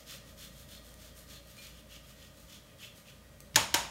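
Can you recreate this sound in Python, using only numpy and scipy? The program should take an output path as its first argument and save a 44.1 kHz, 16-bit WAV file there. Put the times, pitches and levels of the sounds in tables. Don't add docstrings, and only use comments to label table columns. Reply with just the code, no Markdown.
import sys
import numpy as np
from scipy import signal
from scipy.fft import rfft, irfft, next_fast_len
from scipy.io import wavfile
from scipy.ndimage import uniform_filter1d, map_coordinates

SR = 44100
rng = np.random.default_rng(int(sys.argv[2]) if len(sys.argv) > 2 else 0)


def dump_mix(stems):
    frames = np.atleast_2d(stems).T
    limited = np.clip(frames, -1, 1)
    pcm = np.round(limited * 32767).astype(np.int16)
    wavfile.write(sys.argv[1], SR, pcm)


N = 171990

# centre_hz, width_hz, level_db (relative)
BLADE_MODES = [(1970, 360, 5), (2490, 200, 3), (2850, 220, -1), (3060, 140, -1), (3340, 170, 0.5),
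               (3560, 130, -0.5), (4000, 130, -9), (4250, 140, 1.5), (4200, 140, -5), (5430, 200, -39),
               (6800, 100, 11)]


def amp(db):
    return 10 ** (np.asarray(db) / 20)


def unit(x):
    return x / np.sqrt(np.mean(x ** 2) + 1e-20)


def along(points, hz):
    point_hz, value = np.transpose(points)
    return np.interp(np.log(hz + 1), np.log(point_hz + 1), value)


def filtered(x, response):
    size = next_fast_len(len(x) + 8192)
    spectrum = rfft(x, size) * response(np.fft.rfftfreq(size, 1 / SR))
    return irfft(spectrum, size)[:len(x)]


def coloured(x, points):
    return unit(filtered(x, lambda hz: amp(along(points, hz))))


def peaks(rows):
    def response(f):
        total = 0
        for k, (centre_hz, width_hz, db) in enumerate(rows):
            damping = 1j * f * width_hz
            total = total + (-1) ** k * amp(db) * damping / (centre_hz ** 2 - f ** 2 + damping)
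        return total
    return response


def add(track, start_s, sound):
    i = round(start_s * SR)
    part = sound[max(-i, 0):max(len(track) - i, 0)]
    track[max(i, 0):][:len(part)] += part


def drifting(hz, blur_rad, t):
    walk = np.cumsum(blur_rad * rng.standard_normal(len(t)))
    return np.sin(2 * np.pi * hz * t + uniform_filter1d(walk, size=200))


def rings(modes, blur_rad_per_khz, t):
    total = np.zeros(len(t))
    for hz, db, t60_s in modes:
        decay = amp(db + rng.normal(0, 2) - 60 * t / t60_s)
        total += decay * drifting(hz, blur_rad_per_khz * hz / 1e3, t)
    return total


def kitchen():
    # freq_hz, level_db (relative)
    air_colour = [(20, -30), (60, -11), (120, -9.5), (250, -11), (400, -19), (700, -22), (1000, -21.5),
                  (1800, -22), (3200, -24.5), (6000, -27), (16000, -31.5)]
    # centre_hz, width_hz (of one of two passes), level_db
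    fridge_tones = [(30.4, 7.1, -76), (85.5, 8.8, -65.5), (115.2, 7, -70.5), (135.4, 15.6, -66),
                    (167.9, 25, -68.5), (209.4, 34, -67), (295, 37, -74), (418.7, 17, -77.5),
                    (481, 36, -77), (560, 110, -66), (625.2, 30, -72), (1220, 46, -73.5), (1893, 21, -75.5),
                    (3230, 31, -78)]
    # time_s, gain_db
    fridge_drift = [(0, 2.5), (1, .6), (2, -0.5), (3, -1.5), (3.9, 1.5)]
    # time_s, level_db
    hum_levels = [(0.0, -62.5), (0.63, -56), (0.68, -62), (0.78, -56), (1.5, -58.5), (1.56, -68),
                  (1.74, -53), (1.84, -62.5), (1.92, -56.5), (2.4, -63.5), (2.45, -53), (2.53, -78),
                  (2.56, -60), (2.8, -70), (2.93, -63), (3.01, -72), (3.18, -61), (3.5, -59.5)]
    air_db, hum_hz, hum_blur_rad = -60.5, 57.1, 0.0091

    t = np.arange(N) / SR
    air = amp(air_db) * coloured(rng.standard_normal(N), air_colour)
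    tones = np.zeros(N)
    for hz, width_hz, db in fridge_tones:
        band = peaks([(hz, width_hz, 0)])
        tones += amp(db) * unit(filtered(rng.standard_normal(N), lambda f: band(f) ** 2))
    tones *= amp(np.interp(t, *np.transpose(fridge_drift)))
    hum = unit(drifting(hum_hz, hum_blur_rad, t))
    hum *= amp(np.interp(t, *np.transpose(hum_levels)))
    return air + tones + hum


def grains(n, flutter_db):
    grains_per_s, grain_spread_db, noise_share = 5000, 2.5, 0.76
    hits = rng.random(n) < grains_per_s / SR
    sizes = amp(grain_spread_db * np.clip(rng.standard_normal(n), -2, 2))
    bites = hits * rng.standard_normal(n) * sizes
    flutter = map_coordinates(rng.standard_normal(n // 300 + 4), [np.arange(n) / 300])
    return (unit(bites) + noise_share * rng.standard_normal(n)) * amp(flutter_db * np.clip(flutter, -2, 2))


def blade_ring(catch, ring_hz, spread):
    held = [(hz, width_hz, db - 4.8 * (np.log(hz / ring_hz) / spread) ** 2)
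            for hz, width_hz, db in BLADE_MODES]
    return unit(filtered(catch, lambda f: np.sqrt(sum(np.abs(peaks([row])(f)) ** 2 for row in held))))


def strokes():
    # fullest_s, rise_s, fall_s, ring_db, ring_hz, ring_spread (share of ring_hz), rasp_db, fizz_db
    stroke_rows = [(.005, .05, 0.053, -69, 3280, 0.12, -58.5, -67),
                   (.125, 0.075, 0.08, -55, 3340, .18, -50.5, -58.5),
                   (.29, 0.042, 0.075, -69, 3480, 0.12, -62.5, -67.5),
                   (.44, 0.078, 0.067, -56, 3470, 0.15, -54, -58),
                   (.6, 0.085, 0.08, -66.5, 3520, 0.11, -61, -62),
                   (.74, 0.068, 0.075, -57, 3620, 0.14, -57, -61),
                   (0.891, 0.074, 0.076, -70, 3470, 0.12, -62.5, -64.5),
                   (1.05, 0.093, 0.088, -64, 3400, 0.15, -59.5, -64.5),
                   (1.19, 0.042, 0.085, -68, 3250, .12, -60.5, -60.5),
                   (1.34, 0.073, 0.069, -57, 3720, 0.22, -55, -61.5),
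                   (1.51, 0.067, 0.076, -67, 3380, 0.16, -63, -64.5),
                   (1.641, 0.11, 0.11, -58.5, 3270, 0.26, -57, -62),
                   (1.79, 0.085, 0.057, -63.5, 3160, 0.17, -66, -69),
                   (1.951, 0.067, 0.048, -56, 3040, 0.093, -56.5, -65.5),
                   (2.1, 0.071, 0.071, -65.5, 3050, 0.12, -62.5, -67),
                   (2.239, 0.089, 0.073, -62.5, 3300, 0.18, -60, -70),
                   (2.41, 0.074, 0.087, -78, 3600, 0.17, -64.5, -67),
                   (2.55, 0.089, 0.061, -58.5, 3400, 0.15, -57.5, -67.5),
                   (2.7, 0.076, 0.064, -68, 2950, 0.27, -77, -78.5),
                   (2.85, 0.071, 0.054, -51, 3010, 0.16, -56, -63),
                   (2.98, 0.03, 0.071, -74, 3130, 0.18, -62, -64.5),
                   (3.096, 0.054, 0.051, -59, 3000, 0.22, -62.5, -71)]
    # freq_hz, level_db (relative)
    rasp_colour = [(900, -15), (1300, -1.5), (2000, -2), (4000, 1), (5500, 0), (7000, 0.5), (7600, -7.5),
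                   (9000, -13.5), (10500, -15)]
    # freq_hz, level_db (relative)
    fizz_colour = [(6000, -24), (8500, 4.5), (10400, -1.5), (12000, 4), (16000, -3)]
    rasp_leads_s, rasp_flutter_db, ring_flutter_db = 0.0097, 1.7, 2.4

    out = np.zeros(N)
    t = np.arange(-SR // 5, SR // 5) / SR

    def swell(u, rise_s, fall_s):
        phase = np.clip(u / np.where(u < 0, rise_s, fall_s), -1, 1)
        return np.cos(np.pi / 2 * phase) ** 1.32

    for fullest_s, rise_s, fall_s, ring_db, ring_hz, spread, rasp_db, fizz_db in stroke_rows:
        bite = grains(len(t), rasp_flutter_db)
        catch = grains(len(t), ring_flutter_db)
        ring = amp(ring_db) * blade_ring(catch, ring_hz, spread)
        hiss = amp(rasp_db) * coloured(bite, rasp_colour) + amp(fizz_db) * coloured(bite, fizz_colour)
        stroke = ring * swell(t, rise_s, fall_s) + hiss * swell(t + rasp_leads_s, rise_s, fall_s)
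        add(out, fullest_s + t[0], stroke)
    return out


def tail(colour):
    # freq_hz, t60_s
    wall_decay = [(100, 0.69), (260, 0.28), (700, 0.52), (1840, 0.41), (4850, 0.42), (12800, 0.32)]
    build_s = 0.0027
    hz, t, bins = signal.stft(rng.standard_normal(SR // 2), SR, nperseg=256)
    level_db = along(colour, hz)[:, None] - 60 * t / along(wall_decay, hz)[:, None]
    x = signal.istft(bins * amp(level_db), SR, nperseg=256)[1]
    build = 1 - np.exp(-np.arange(len(x)) / SR / build_s)
    return x * build / np.linalg.norm(x)


def touches():
    # start_s, level_db, t60_s, treble_db
    tick_rows = [(0.9413, -42, 0.0032, -13), (3.4045, -37.5, 0.0059, -6.5), (3.5449, -38, 0.014, -27),
                 (3.5518, -43, 0.022, -25)]
    # freq_hz, level_db (relative), t60_s
    clink_modes = [(2401, -0.5, 0.47), (2410, -3.5, .45), (2960, 0, 0.12), (4200, 8, .15), (4420, -3, .25),
                   (6170, -14, 0.089), (8600, -6, .2), (8900, -10, .1), (9200, -13, .1), (9550, -14, 0.13)]
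    clink_s, clink_db, clink_blur_rad_per_khz, clink_build_s = 1.575, -56, .013, .007

    out, t = np.zeros(N), np.arange(SR // 2) / SR
    for start_s, db, t60_s, treble_db in tick_rows:
        colour = [(700, -24), (2200, -9), (5500, -10), (9000, treble_db), (16000, treble_db - 7)]
        add(out, start_s, amp(db - 60 * t / t60_s) * coloured(rng.standard_normal(len(t)), colour))
    clink = rings(clink_modes, clink_blur_rad_per_khz, t) * (1 - np.exp(-t / clink_build_s))
    add(out, clink_s, amp(clink_db) * clink)
    return out


def thud(start_hz, t):
    t60_s, falls_to, fall_s, build_s = 0.38, 0.39, 0.078, .008
    hz = start_hz * (falls_to + (1 - falls_to) * np.exp(-t / fall_s))
    sine = np.sin(2 * np.pi * np.cumsum(hz) / SR)
    return amp(-60 * t / t60_s) * sine * (1 - np.exp(-t / build_s))


def raps():
    # start_s, clatter_db, clatter_length_s, blade_db, board_db, echo_db, thud_db, thud_start_hz
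    rap_rows = [(3.558, -15, 0.0059, -19.5, -25.5, -28, -34, 151),
                (3.7412, -19, 0.006, -29, -29.5, -31, -41, 108.5)]
    # freq_hz, level_db (relative)
    clatter_colour = [(120, -29), (200, -14), (899, -5), (1350, -19), (1650, 0.5), (2560, -5), (2860, 1.5),
                      (4040, -2.5), (4270, -5), (5040, -3.5), (5520, 1.5), (8120, -7), (16000, -14)]
    # freq_hz, level_db (relative), t60_s
    board_modes = [(310, -0.5, 0.059), (581, -7, 0.21), (847, -7, 0.17), (898, -1, 0.22), (945, -5, 0.32),
                   (958, -8, 0.14), (1549, -1.5, 0.13), (1780, -31, 0.087), (2130, -28, 0.07)]
    # freq_hz, level_db (relative)
    echo_colour = [(80, -30), (150, -6), (220, -15), (300, -9), (400, -28), (580, -5.5), (740, -11),
                   (920, -6), (1200, -10), (1550, -10), (3000, -8.5), (4700, -14), (5450, -11),
                   (6100, -15.5), (6800, -9), (7600, -17), (9000, -17), (12000, -23), (16000, -31)]
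    clatter_t60_s, clatter_sag_db = 0.018, 2
    width_factor = 0.44
    board_blur_rad_per_khz, board_build_s, thud_leads_s = .007, .003, 0.0145

    out, t = np.zeros(N), np.arange(SR // 2) / SR
    narrow_modes = [(hz, width_hz * width_factor, db) for hz, width_hz, db in BLADE_MODES]
    for start_s, clatter_db, length_s, blade_db, board_db, echo_db, thud_db, thud_hz in rap_rows:
        sag_db = clatter_sag_db * np.minimum(t / length_s, 1)
        shape = amp(-60 * np.maximum(t - length_s, 0) / clatter_t60_s - sag_db)
        noise = rng.standard_normal(len(t))
        add(out, start_s, amp(clatter_db) * coloured(noise, clatter_colour) * shape)

        steel = filtered(noise * shape, peaks(narrow_modes))
        add(out, start_s, amp(blade_db) * steel / np.abs(steel).max())

        board = rings(board_modes, board_blur_rad_per_khz, t) * (1 - np.exp(-t / board_build_s))
        add(out, start_s, amp(board_db) * board)

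        echo = tail(echo_colour)
        early_rms = np.sqrt(np.mean(echo[:SR // 20] ** 2))
        add(out, start_s, amp(echo_db) * echo / early_rms)

        add(out, start_s - thud_leads_s, amp(thud_db) * thud(thud_hz, t))
    return out


def scene():
    wall_db = -3
    near = strokes() + touches()
    echo = signal.fftconvolve(near, tail([(20, 0), (20000, 0)]))[:N]
    return (near + amp(wall_db) * echo + raps() + kitchen())[None]


def record(dry):
    # centre_hz, width_hz, depth (0-1)
    mic_dips = [(7700, 130, 0.05), (10440, 170, 0.39)]
    low_cut_hz, top_hz = 24, 15850

    def response(f):
        dips = 1 - sum(depth * peaks([(hz, width_hz, 0)])(f) for hz, width_hz, depth in mic_dips)
        low_cut = (1j * f / (low_cut_hz + 1j * f)) ** 2
        band_limit = np.clip((top_hz + 150 - f) / 300, 0, 1) ** 2
        return dips * low_cut * band_limit

    return filtered(dry[0], response)[None]


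dry = scene()
out = record(dry)
dump_mix(out)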